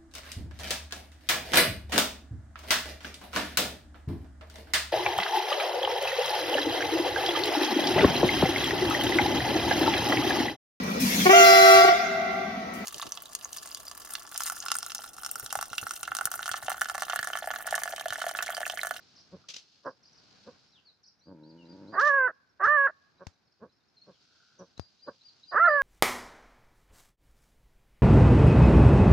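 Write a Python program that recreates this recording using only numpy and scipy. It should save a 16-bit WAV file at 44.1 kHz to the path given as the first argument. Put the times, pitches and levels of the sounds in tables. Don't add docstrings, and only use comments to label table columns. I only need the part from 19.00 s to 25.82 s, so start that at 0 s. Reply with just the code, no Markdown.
import sys
import numpy as np
from scipy import signal
from scipy.fft import rfft, irfft
from scipy.io import wavfile

SR = 44100
rng = np.random.default_rng(int(sys.argv[2]) if len(sys.argv) > 2 else 0)


def bounce(signal):
    frames = np.transpose(np.atleast_2d(signal))
    limited = np.clip(frames, -1, 1)
    pcm = np.round(limited * 32767).astype(np.int16)
    wavfile.write(sys.argv[1], SR, pcm)


N = 300762
TIME = np.arange(N) / SR

# (frequency [Hz], gain [dB])
SHUT_MOUTH = [(25, -50.5), (90, 3.5), (180, 2), (280, -1.5), (390, -0.5), (540, 6), (800, -13),
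              (1080, -2.5), (1300, -15), (1600, -11), (2200, -53.5), (4000, -70)]


def amp(db):
    return 10 ** (np.asarray(db) / 20)


def unit(x):
    return x / np.sqrt(np.mean(x ** 2) + 1e-20)


def bell(t, middle, half):
    return np.exp(-((t - middle) / half) ** 2)


def spell(t, middle, length, depth):
    return depth * np.exp(-np.square(np.square(2 * (t - middle) / length)))


def follow(rows):
    s, *columns = np.transpose(rows)
    t = np.arange(s[0], s[-1], 1 / SR)
    return t, *(np.interp(t, s, c) for c in columns)


def wander(size, hz):
    length = size + SR // 4
    f = np.fft.rfftfreq(length, 1 / SR)
    smooth = rfft(rng.standard_normal(length)) * np.exp(-(f / hz) ** 2)
    return unit(irfft(smooth, length))[:size]


def read(points, hz):
    f, value = np.transpose(points)
    return np.interp(np.log(hz + 1), np.log(f + 1), value)


def tilted(spectrum, brightness):
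    return [(hz, db + brightness * np.log2(hz / 1000)) for hz, db in spectrum]


def colour(x, spectrum, size=2048):
    log_gain = np.log(amp(read(spectrum, abs(np.fft.fftfreq(size, 1 / SR)))))
    taps = np.fft.ifft(np.exp(np.conj(signal.hilbert(log_gain)))).real
    return signal.oaconvolve(x, taps)[:len(x)]


def resonate(x, hz, width):
    turn = np.exp(2j * np.pi * np.cumsum(hz) / SR)
    r = np.exp(-np.pi * width / SR)
    return 2 * (turn * signal.lfilter([1 - r], [1, -r], x / turn)).real


def stereo_noise(spectrum, shared, size=N):
    common, left, right = (unit(colour(rng.standard_normal(size), spectrum)) for _ in range(3))
    return np.sqrt(shared) * common + np.sqrt(1 - shared) * np.array([left, right])


def pan(db):
    return amp([[db / 2], [-db / 2]])


def add(mix, s, sound):
    part = mix[..., max(round(s * SR), 0):][..., :sound.shape[-1]]
    part += sound[..., :part.shape[-1]]


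def bush(x, t60, echo_db):
    t = TIME[:SR]
    hits = rng.random((2, SR)) < 2000 / SR
    taps = rng.standard_normal((2, SR)) * hits * amp(-60 * t / t60)
    return amp(echo_db) * signal.fftconvolve(x[None], taps / np.linalg.norm(taps[0]), axes=1)[:, :N]


def grassland(grain_db=1.5, gust_db=1.5, self_noise_db=-93):
    # (frequency [Hz], gain [dB])
    hiss_spectrum = [(1000, -39), (1800, -21.5), (2700, -7.5), (3400, -6.5), (4400, -0.5), (5000, -1.5),
                     (5900, -8.5), (6600, -12.5), (7500, -22.5), (9500, -35.5), (15000, -49)]
    # (frequency [Hz], gain [dB])
    air_spectrum = [(15, -49.5), (25, -27), (81, -3.5), (119, -1.5), (225, -2), (567, -10), (701, -8),
                    (850, -9.5), (1180, -11.5), (1510, -8), (1910, -15), (2500, -15), (3250, -34.5),
                    (5500, -120)]
    # (middle [s], half length [s], added hiss [dB], added stirring [dB])
    gusts = [(0, .4, -64, -67), (0.69, .16, -65.5, -91.5), (1.396, 0.25, -63.5, -65),
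             (2.814, .22, -70.5, -66.5), (4.08, .28, -78, -76), (5.396, .28, -67.5, -80),
             (6.5, .55, -67.5, -80.5)]
    calm_hiss_db, calm_air_db = -80, -74.5

    hiss_power, air_power = amp(calm_hiss_db) ** 2, amp(calm_air_db) ** 2
    for s, half, hiss_db, air_db in gusts:
        swell = bell(TIME, s, half)
        hiss_power = hiss_power + swell * amp(hiss_db) ** 2
        air_power = air_power + swell * amp(air_db) ** 2
    hiss = np.sqrt(hiss_power) * amp(grain_db * wander(N, 160)) * stereo_noise(hiss_spectrum, 0.3)
    air = np.sqrt(air_power) * amp(gust_db * wander(N, 13)) * stereo_noise(air_spectrum, 0.4)
    return hiss + air + amp(self_noise_db) * rng.standard_normal((2, N))


def hollows(width_hz=170):
    # (start [s], length [s], pitch [Hz], level before the fades [dB])
    hollow_tones = [(0, 0.16, 1480, -85.5), (.39, .1, 1295, -69), (5.045, 0.82, 1459, -72.5)]
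    out = np.zeros(N)
    for s, length, hz, level_db in hollow_tones:
        size = round(length * SR)
        tone = wander(size, width_hz) * np.sin(2 * np.pi * hz * TIME[:size])
        add(out, s, amp(level_db) * unit(tone) * np.hanning(size))
    return out


def whistle(hz, gain, flutter_db=2):
    tone = np.sqrt(2) * np.sin(2 * np.pi * np.cumsum(hz) / SR)
    return gain * amp(flutter_db * wander(len(hz), 170)) * tone


def chip(level_db, stress_db=3):
    length_s, high_hz, low_hz, rise_db = 0.064, 6300, 3960, -1
    u = np.linspace(0, 1, round(length_s * SR))
    zigzag = abs(1 - (3 * u) % 2)
    rising = np.floor(3 * u) == 1
    shape_db = rise_db * rising + stress_db * wander(len(u), 60)
    return whistle(low_hz + (high_hz - low_hz) * zigzag, amp(level_db + shape_db) * np.sin(np.pi * zigzag))


def slur(length, first_hz, last_hz, level_db):
    hz = np.linspace(first_hz, last_hz, round(length * SR))
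    return whistle(hz, amp(level_db) * signal.windows.tukey(len(hz), 0.6))


def phrase(level_db, stress_db=4.5):
    length_s, pitch_varies = 0.092, 0.008
    pip_hz, whistle_hz, rise_s = 3850, 4794, 0.024
    gap_at_s, gap_s, gap_db = 0.028, 0.012, -14
    flick_s, flick_hz_per_s, flick_db = 0.014, 80000, -5

    t = np.arange(0, length_s, 1 / SR)
    hz = whistle_hz + (pip_hz - whistle_hz) * bell(t, 0, rise_s)
    hz = hz - flick_hz_per_s * np.maximum(t - length_s + flick_s, 0)
    hz = hz * (1 + pitch_varies * wander(len(t), 40))
    shape_db = gap_db * bell(t, gap_at_s, gap_s) + flick_db * bell(t, length_s, flick_s)
    shape_db = shape_db + stress_db * wander(len(t), 40)
    return whistle(hz, amp(level_db + shape_db) * signal.windows.tukey(len(t), 0.2))


def birds(echo_db=1, twitter_fall=0.14, twitter_spread_db=9):
    # (time [s], level [dB])
    chip_calls = [(0.159, -59), (0.854, -65), (1.028, -64), (1.128, -65.5), (2.03, -59.5)]
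    # (time [s], length [s], first pitch [Hz], last pitch [Hz], level [dB])
    slur_calls = [(1.635, .11, 5000, 5770, -76.5), (1.713, 0.095, 4480, 2310, -68.5),
                  (1.843, 0.071, 4870, 3640, -64), (2.574, 0.067, 3030, 2650, -68),
                  (4.964, 0.0284, 4320, 3996, -64), (5.014, 0.02, 4380, 4180, -59.5),
                  (5.111, 0.065, 3850, 2690, -78), (5.584, 0.025, 6400, 5390, -63.5)]
    # (start [s], stop [s], level of the first phrase [dB])
    phrase_bouts = [(2.208, 3.0, -69), (5.767, 6.8, -63)]
    phrase_every_s, phrase_growth_db = 0.2205, 1.04
    twitters_per_s, twitter_db, twitter_s = 14, -76, 0.017
    twitter_low_hz, twitter_high_hz = 3900, 5980

    song = np.zeros(N)
    for s, level_db in chip_calls:
        add(song, s, chip(level_db))
    for s, *shape in slur_calls:
        add(song, s, slur(*shape))
    for start, stop, level_db in phrase_bouts:
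        for k, s in enumerate(np.arange(start, stop, phrase_every_s)):
            add(song, s, phrase(level_db + phrase_growth_db * k))
    for when, height, fall, distance in rng.random((round(twitters_per_s * N / SR), 4)):
        hz = twitter_low_hz + (twitter_high_hz - twitter_low_hz) * height
        last_hz = hz * (1 - twitter_fall * fall)
        add(song, when * N / SR, slur(twitter_s, hz, last_hz, twitter_db - twitter_spread_db * distance))
    return song * pan(-1.5) + bush(song, t60=0.27, echo_db=echo_db)


def bumps(thud_hz=85, thud_decay=0.0093, push=0.00022, push_db=6, thud_side_db=10):
    bump_rows = [(3.664, -57.5, -43, 14.5), (4.2679, -46, -38, 24), (4.269, -39, -33.5, -27.5),
                 (5.7783, -45, -45, 21), (5.796, -39, -25.5, 30)]
    # (frequency [Hz], gain [dB])
    click_spectrum = [(200, 5), (1400, 6), (2800, 0), (4800, 6.5), (6500, 3.5), (8000, -10), (14000, -31)]
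    out, t = np.zeros((2, N)), TIME[:SR // 10]
    for s, click_db, thud_db, side_db in bump_rows:
        fade = np.exp(-t / 0.0022) + 0.14 * np.exp(-t / 0.023)
        click = colour(rng.standard_normal(len(t)) * fade, click_spectrum)
        wobble = np.sin(2 * np.pi * thud_hz * t) * np.exp(-t / thud_decay)
        thud = wobble - amp(push_db) * t / push * np.exp(1 - t / push)
        add(out, s, amp(click_db) * pan(side_db / 2) * click / abs(click).max())
        add(out, s, amp(thud_db) * amp([[0], [-abs(thud_side_db + side_db)]]) * thud)
    return out


def rustles(rise=0.0034, crackle_db=1.5):
    # (time of the peak [s], level [dB], decay [s], left over right [dB])
    rustle_rows = [(0.488, -40, 0.02, 1.5), (0.501, -41.5, 0.017, 2), (0.54, -41.5, 0.017, 1),
                   (0.565, -37, .008, 2), (0.583, -47.5, 0.021, 0), (2.997, -43, 0.025, -1),
                   (3.013, -42, 0.015, -1.5), (3.05, -45, 0.033, 1), (3.075, -41, 0.013, 1),
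                   (3.641, -55, 0.041, 15)]
    # (frequency [Hz], gain [dB])
    swish_spectrum = [(30, -43), (150, -19), (600, -17.5), (800, -24.5), (1400, -16.5), (1800, -20),
                      (2800, -5), (6000, -3.5), (7400, -19), (9000, -28.5), (12000, -36), (15000, -51)]
    out, t = np.zeros((2, N)), TIME[:SR // 5]
    for s, level_db, decay, side_db in rustle_rows:
        stroke = np.minimum(t / rise, 1) * np.exp(-np.maximum(t - rise, 0) / decay)
        crackle = amp(crackle_db * wander(len(t), 600))
        noise = stereo_noise(swish_spectrum, 0.44, size=len(t))
        add(out, s - rise, amp(level_db) * pan(side_db) * stroke * crackle * noise)
    return out


def folds(hz, rough, jitter, split=0, count=20):
    rough = np.clip(rough, 0.04, 1)
    unsteady = (0.0018 + jitter * rough ** 2) * wander(len(hz), 220)
    turns = np.cumsum(hz * (1 + unsteady)) / SR
    pulses = sum(np.cos(2 * np.pi * k * turns) for k in range(1, count + 1))
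    pulses = pulses * (1 + split * np.cos(np.pi * turns))
    puffs = (0.2 + np.exp(-(turns % 1) / 0.2)) * rng.standard_normal(len(hz))
    return (1 - rough) * unit(pulses) + rough * 1.5 * unit(puffs)


def growl(waver_db=1.0, open_at_push=0.67, open_per_octave=0.87):
    # (time [s], pitch before a slight waver [Hz])
    growl_pitch = [(2.245, 75.3), (2.31, 97.8), (2.38, 74.25), (2.51, 81.8), (2.65, 82.4), (2.77, 95.7),
                   (2.9, 104.8), (2.96, 101.5)]
    # (frequency [Hz], gain [dB])
    chest = [(25, -40.5), (80, -15), (160, 4.5), (230, -0.5), (305, 7.5), (400, -8), (560, -6),
             (760, -26.5), (940, -6.5), (1150, -46.5), (1430, -24.5), (2100, -46), (4000, -69.5)]
    middle_hz, middle_db, db_per_octave, rise_s = 84.4, -53, 15.5, 0.035
    middle_rough, rough_per_octave = 0.24, 0.4
    accent_db, accent_s = 1, 0.043

    t, hz = follow(growl_pitch)
    effort = np.log2(hz / middle_hz)
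    push = bell(t, t[0] + rise_s, accent_s)
    level_db = middle_db + db_per_octave * effort + accent_db * push + waver_db * wander(len(t), 25)
    hz = hz * (1 + 0.02 * wander(len(t), 25))
    pulses = folds(hz, middle_rough + rough_per_octave * effort, jitter=0.93, count=40)
    opening = open_at_push * push + open_per_octave * np.maximum(effort, 0)
    voice = unit(colour(pulses, chest)) + opening * unit(colour(pulses, SHUT_MOUTH))
    voice = voice / np.sqrt(1 + opening ** 2)
    fade_in = np.minimum((t - t[0]) / rise_s, 1) ** 2
    return t[0], amp(level_db) * fade_in * voice * signal.windows.tukey(len(t), 0.03)


def woof(s, level_db, top_hz, half, brightness, skirt=0.06, skirt_lag_s=0.008, skirt_s=0.032):
    t = np.arange(-0.05, 0.08, 1 / SR)
    rising, dying = np.exp(-(t / half) ** 2), 1 / (1 + (t / half) ** 2 / 2) ** 2
    effort = np.where(t < 0, rising, dying)
    rough = 0.28 + 0.4 * (1 - effort)
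    effort = effort + skirt * bell(t, skirt_lag_s, skirt_s)
    hz = top_hz * (0.6 + 0.36 * np.sqrt(effort))
    voice = colour(effort * folds(hz, rough, jitter=0.9), tilted(SHUT_MOUTH, brightness))
    return s + t[0], amp(level_db) * unit(voice) * np.sqrt(np.mean(effort ** 2))


def yelp(row, note, mouth_width_hz=200, shut_width_hz=160, quaver_hz=72, shimmer_db=1.0, noise_db=-39,
         break_dip_db=-2):
    # (frequency [Hz], gain [dB])
    throat = [(100, -11), (300, -9.5), (430, -8), (580, -2.5), (800, -8), (1150, 1), (1400, -1), (1730, 4),
              (1950, -7), (2300, -29.5), (2900, -33), (3600, -54.5), (6600, -51.5), (8000, -82.5)]
    # (frequency [Hz], gain [dB])
    noise_spectrum = [(20, -24.5), (60, -5), (150, -0.5), (400, 0), (1500, 1), (2200, -10), (2700, 0.5),
                      (3400, -15), (5500, -18), (8000, -36.5)]
    # (middle [s], length [s], depth [0-1])
    split_spell = (6.655, 0.026, 0.51)
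    # (middle [s], length [s], depth [share of the pitch])
    quaver_spell = (6.69, .045, .04)
    # (middle [s], length [s], depth [0-1])
    half_shut_spell = (6.715, 0.11, 0.39)
    rasp_hz, scoop_s, clear_lead_s, clearing_s, break_s = 365.3, 0.017, 0.038, 0.0049, 0.009
    rough_rasp, rough_scoop, rough_note = 0.6, 0.1, 0.06
    release_s, drop_s, drop_hz, release_db_per_s = 0.046, 0.013, 312.6, 521
    onset_db, rasp_db, scoop_db, effort_db_per_octave = -34, -7, 2.5, 8
    shut_hz, open_hz, open_rise_hz_per_s, strain_hz = 640, 1410, 6400, 635.2
    shut_db, easy_db, strained_db, strain_db = 17.5, 10, 14.5, 5

    start, attack, peak_db, brightness, break_rough = row
    s, pitches = np.transpose(note)
    t = np.arange(start, s[-1] + release_s, 1 / SR)
    before, after = np.maximum(s[0] - t, 0), np.maximum(t - s[-1], 0)
    note_hz, held = np.interp(t, s, pitches), np.exp(-(after / drop_s) ** 2)
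    hz = rasp_hz + (note_hz - rasp_hz) * np.exp(-before / scoop_s)
    hz = drop_hz + (hz - drop_hz) * held
    hz = hz * (1 + spell(t, *quaver_spell) * np.sin(2 * np.pi * quaver_hz * t))

    clear = 0.5 + 0.5 * np.tanh((clear_lead_s - before) / clearing_s)
    scoop, breaking = clear * np.tanh(before / break_s), bell(t, s[0], break_s)
    strain = 0.5 + 0.5 * np.tanh((hz - strain_hz) / 20)
    shut = 1 - clear + (after / release_s) ** 2 + spell(t, *half_shut_spell)
    rough = rough_rasp + (rough_note - rough_rasp) * clear * held
    rough = rough + rough_scoop * scoop + break_rough * breaking

    pulses = folds(hz, rough, jitter=0.22, split=spell(t, *split_spell), count=7)
    voice = colour(pulses, tilted(throat, brightness))
    lift_db = easy_db + (strained_db - easy_db) * np.maximum(scoop, strain)
    open_mouth = resonate(voice, open_hz - open_rise_hz_per_s * before, mouth_width_hz)
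    shut_mouth = resonate(voice, np.full(len(t), shut_hz), shut_width_hz)
    voice = voice + amp(lift_db) * open_mouth + amp(shut_db) * shut * shut_mouth

    window = signal.windows.hann(600)
    loudness = np.sqrt(np.convolve(voice ** 2, window / window.sum(), "same") + 1e-12)
    noise = unit(colour(rng.standard_normal(len(t)), noise_spectrum))
    voice = unit(voice / loudness) + amp(noise_db) * noise
    level_db = peak_db + onset_db * np.exp((start - t) / attack) + rasp_db * (1 - clear)
    level_db = level_db + scoop_db * scoop + break_dip_db * breaking + strain_db * strain
    level_db = level_db + effort_db_per_octave * np.log2(note_hz / note_hz.mean())
    level_db = level_db - release_db_per_s * after + shimmer_db * wander(len(t), 70)
    return start, amp(level_db) * voice * signal.windows.tukey(len(t), 0.03)


def jackal(near_db=-17, near_delay=0.0031):
    # (start [s], attack [s], base level [dB], brightness [dB per octave], roughness of the break [0-1])
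    yelp_rows = [(2.92, 0.019, -22.5, 0.2, .25), (3.593, 0.0081, -21.5, 2.47, .8),
                 (6.509, 0.012, -22.5, 1, 0.3)]
    # (time [s], pitch [Hz])
    yelp_notes = [
        [(3.016, 537.6), (3.035, 573.2), (3.075, 600.4), (3.115, 556), (3.165, 554.5), (3.205, 524.3),
         (3.271, 499)],
        [(3.669, 556.3), (3.685, 580), (3.725, 602.6), (3.763, 592.4), (3.773, 562.5), (3.865, 548.7)],
        [(6.596, 642.8), (6.635, 696.5), (6.672, 697.3), (6.69, 617), (6.712, 593.5), (6.78, 567.6),
         (6.83, 527)],
    ]
    # (time [s], level [dB], pitch setting, nearly reached at the top [Hz], half length [s],
    #  brightness [dB per octave])
    woof_rows = [(0.341, -45, 203, 0.018, -4.5), (0.872, -34.5, 282.3, 0.017, 5),
                 (1.484, -46.5, 232.7, 0.017, -1), (4.219, -48.5, 197.5, .018, 3.5),
                 (4.634, -46.5, 232.2, 0.019, -0.5), (5.092, -53.5, 200.5, 0.022, -1),
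                 (5.615, -46.5, 202.7, 0.02, -0.5), (6.086, -37.5, 299.4, .011, 3.5)]
    # (frequency [Hz], left over right [dB])
    lean = [(200, 1.5), (550, 0), (1400, -4.5), (4000, -6)]

    voice = np.zeros(N)
    yelps = [yelp(row, note) for row, note in zip(yelp_rows, yelp_notes)]
    for call in yelps + [woof(*row) for row in woof_rows] + [growl()]:
        add(voice, *call)
    hz = np.fft.rfftfreq(2 * N, 1 / SR)
    lean_db = read(lean, hz)
    near = amp(near_db) * np.exp(-2j * np.pi * hz * near_delay)
    sides = amp([lean_db / 2, -lean_db / 2]) + np.array([near, -near])
    direct = irfft(rfft(voice, 2 * N) * sides)[:, :N]
    trees = bush(voice, t60=0.9, echo_db=-38)
    grass = bush(voice, t60=0.021, echo_db=-15)
    return direct + grass + trees


def scene():
    return grassland() + hollows() + birds() + bumps() + rustles() + jackal()


def record(dry):
    edge_hz = 15100
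    taps = signal.firwin(511, edge_hz, window=("kaiser", 9), fs=SR)
    return signal.oaconvolve(dry, taps[None], "same")


dry = scene()
out = record(dry)
bounce(out)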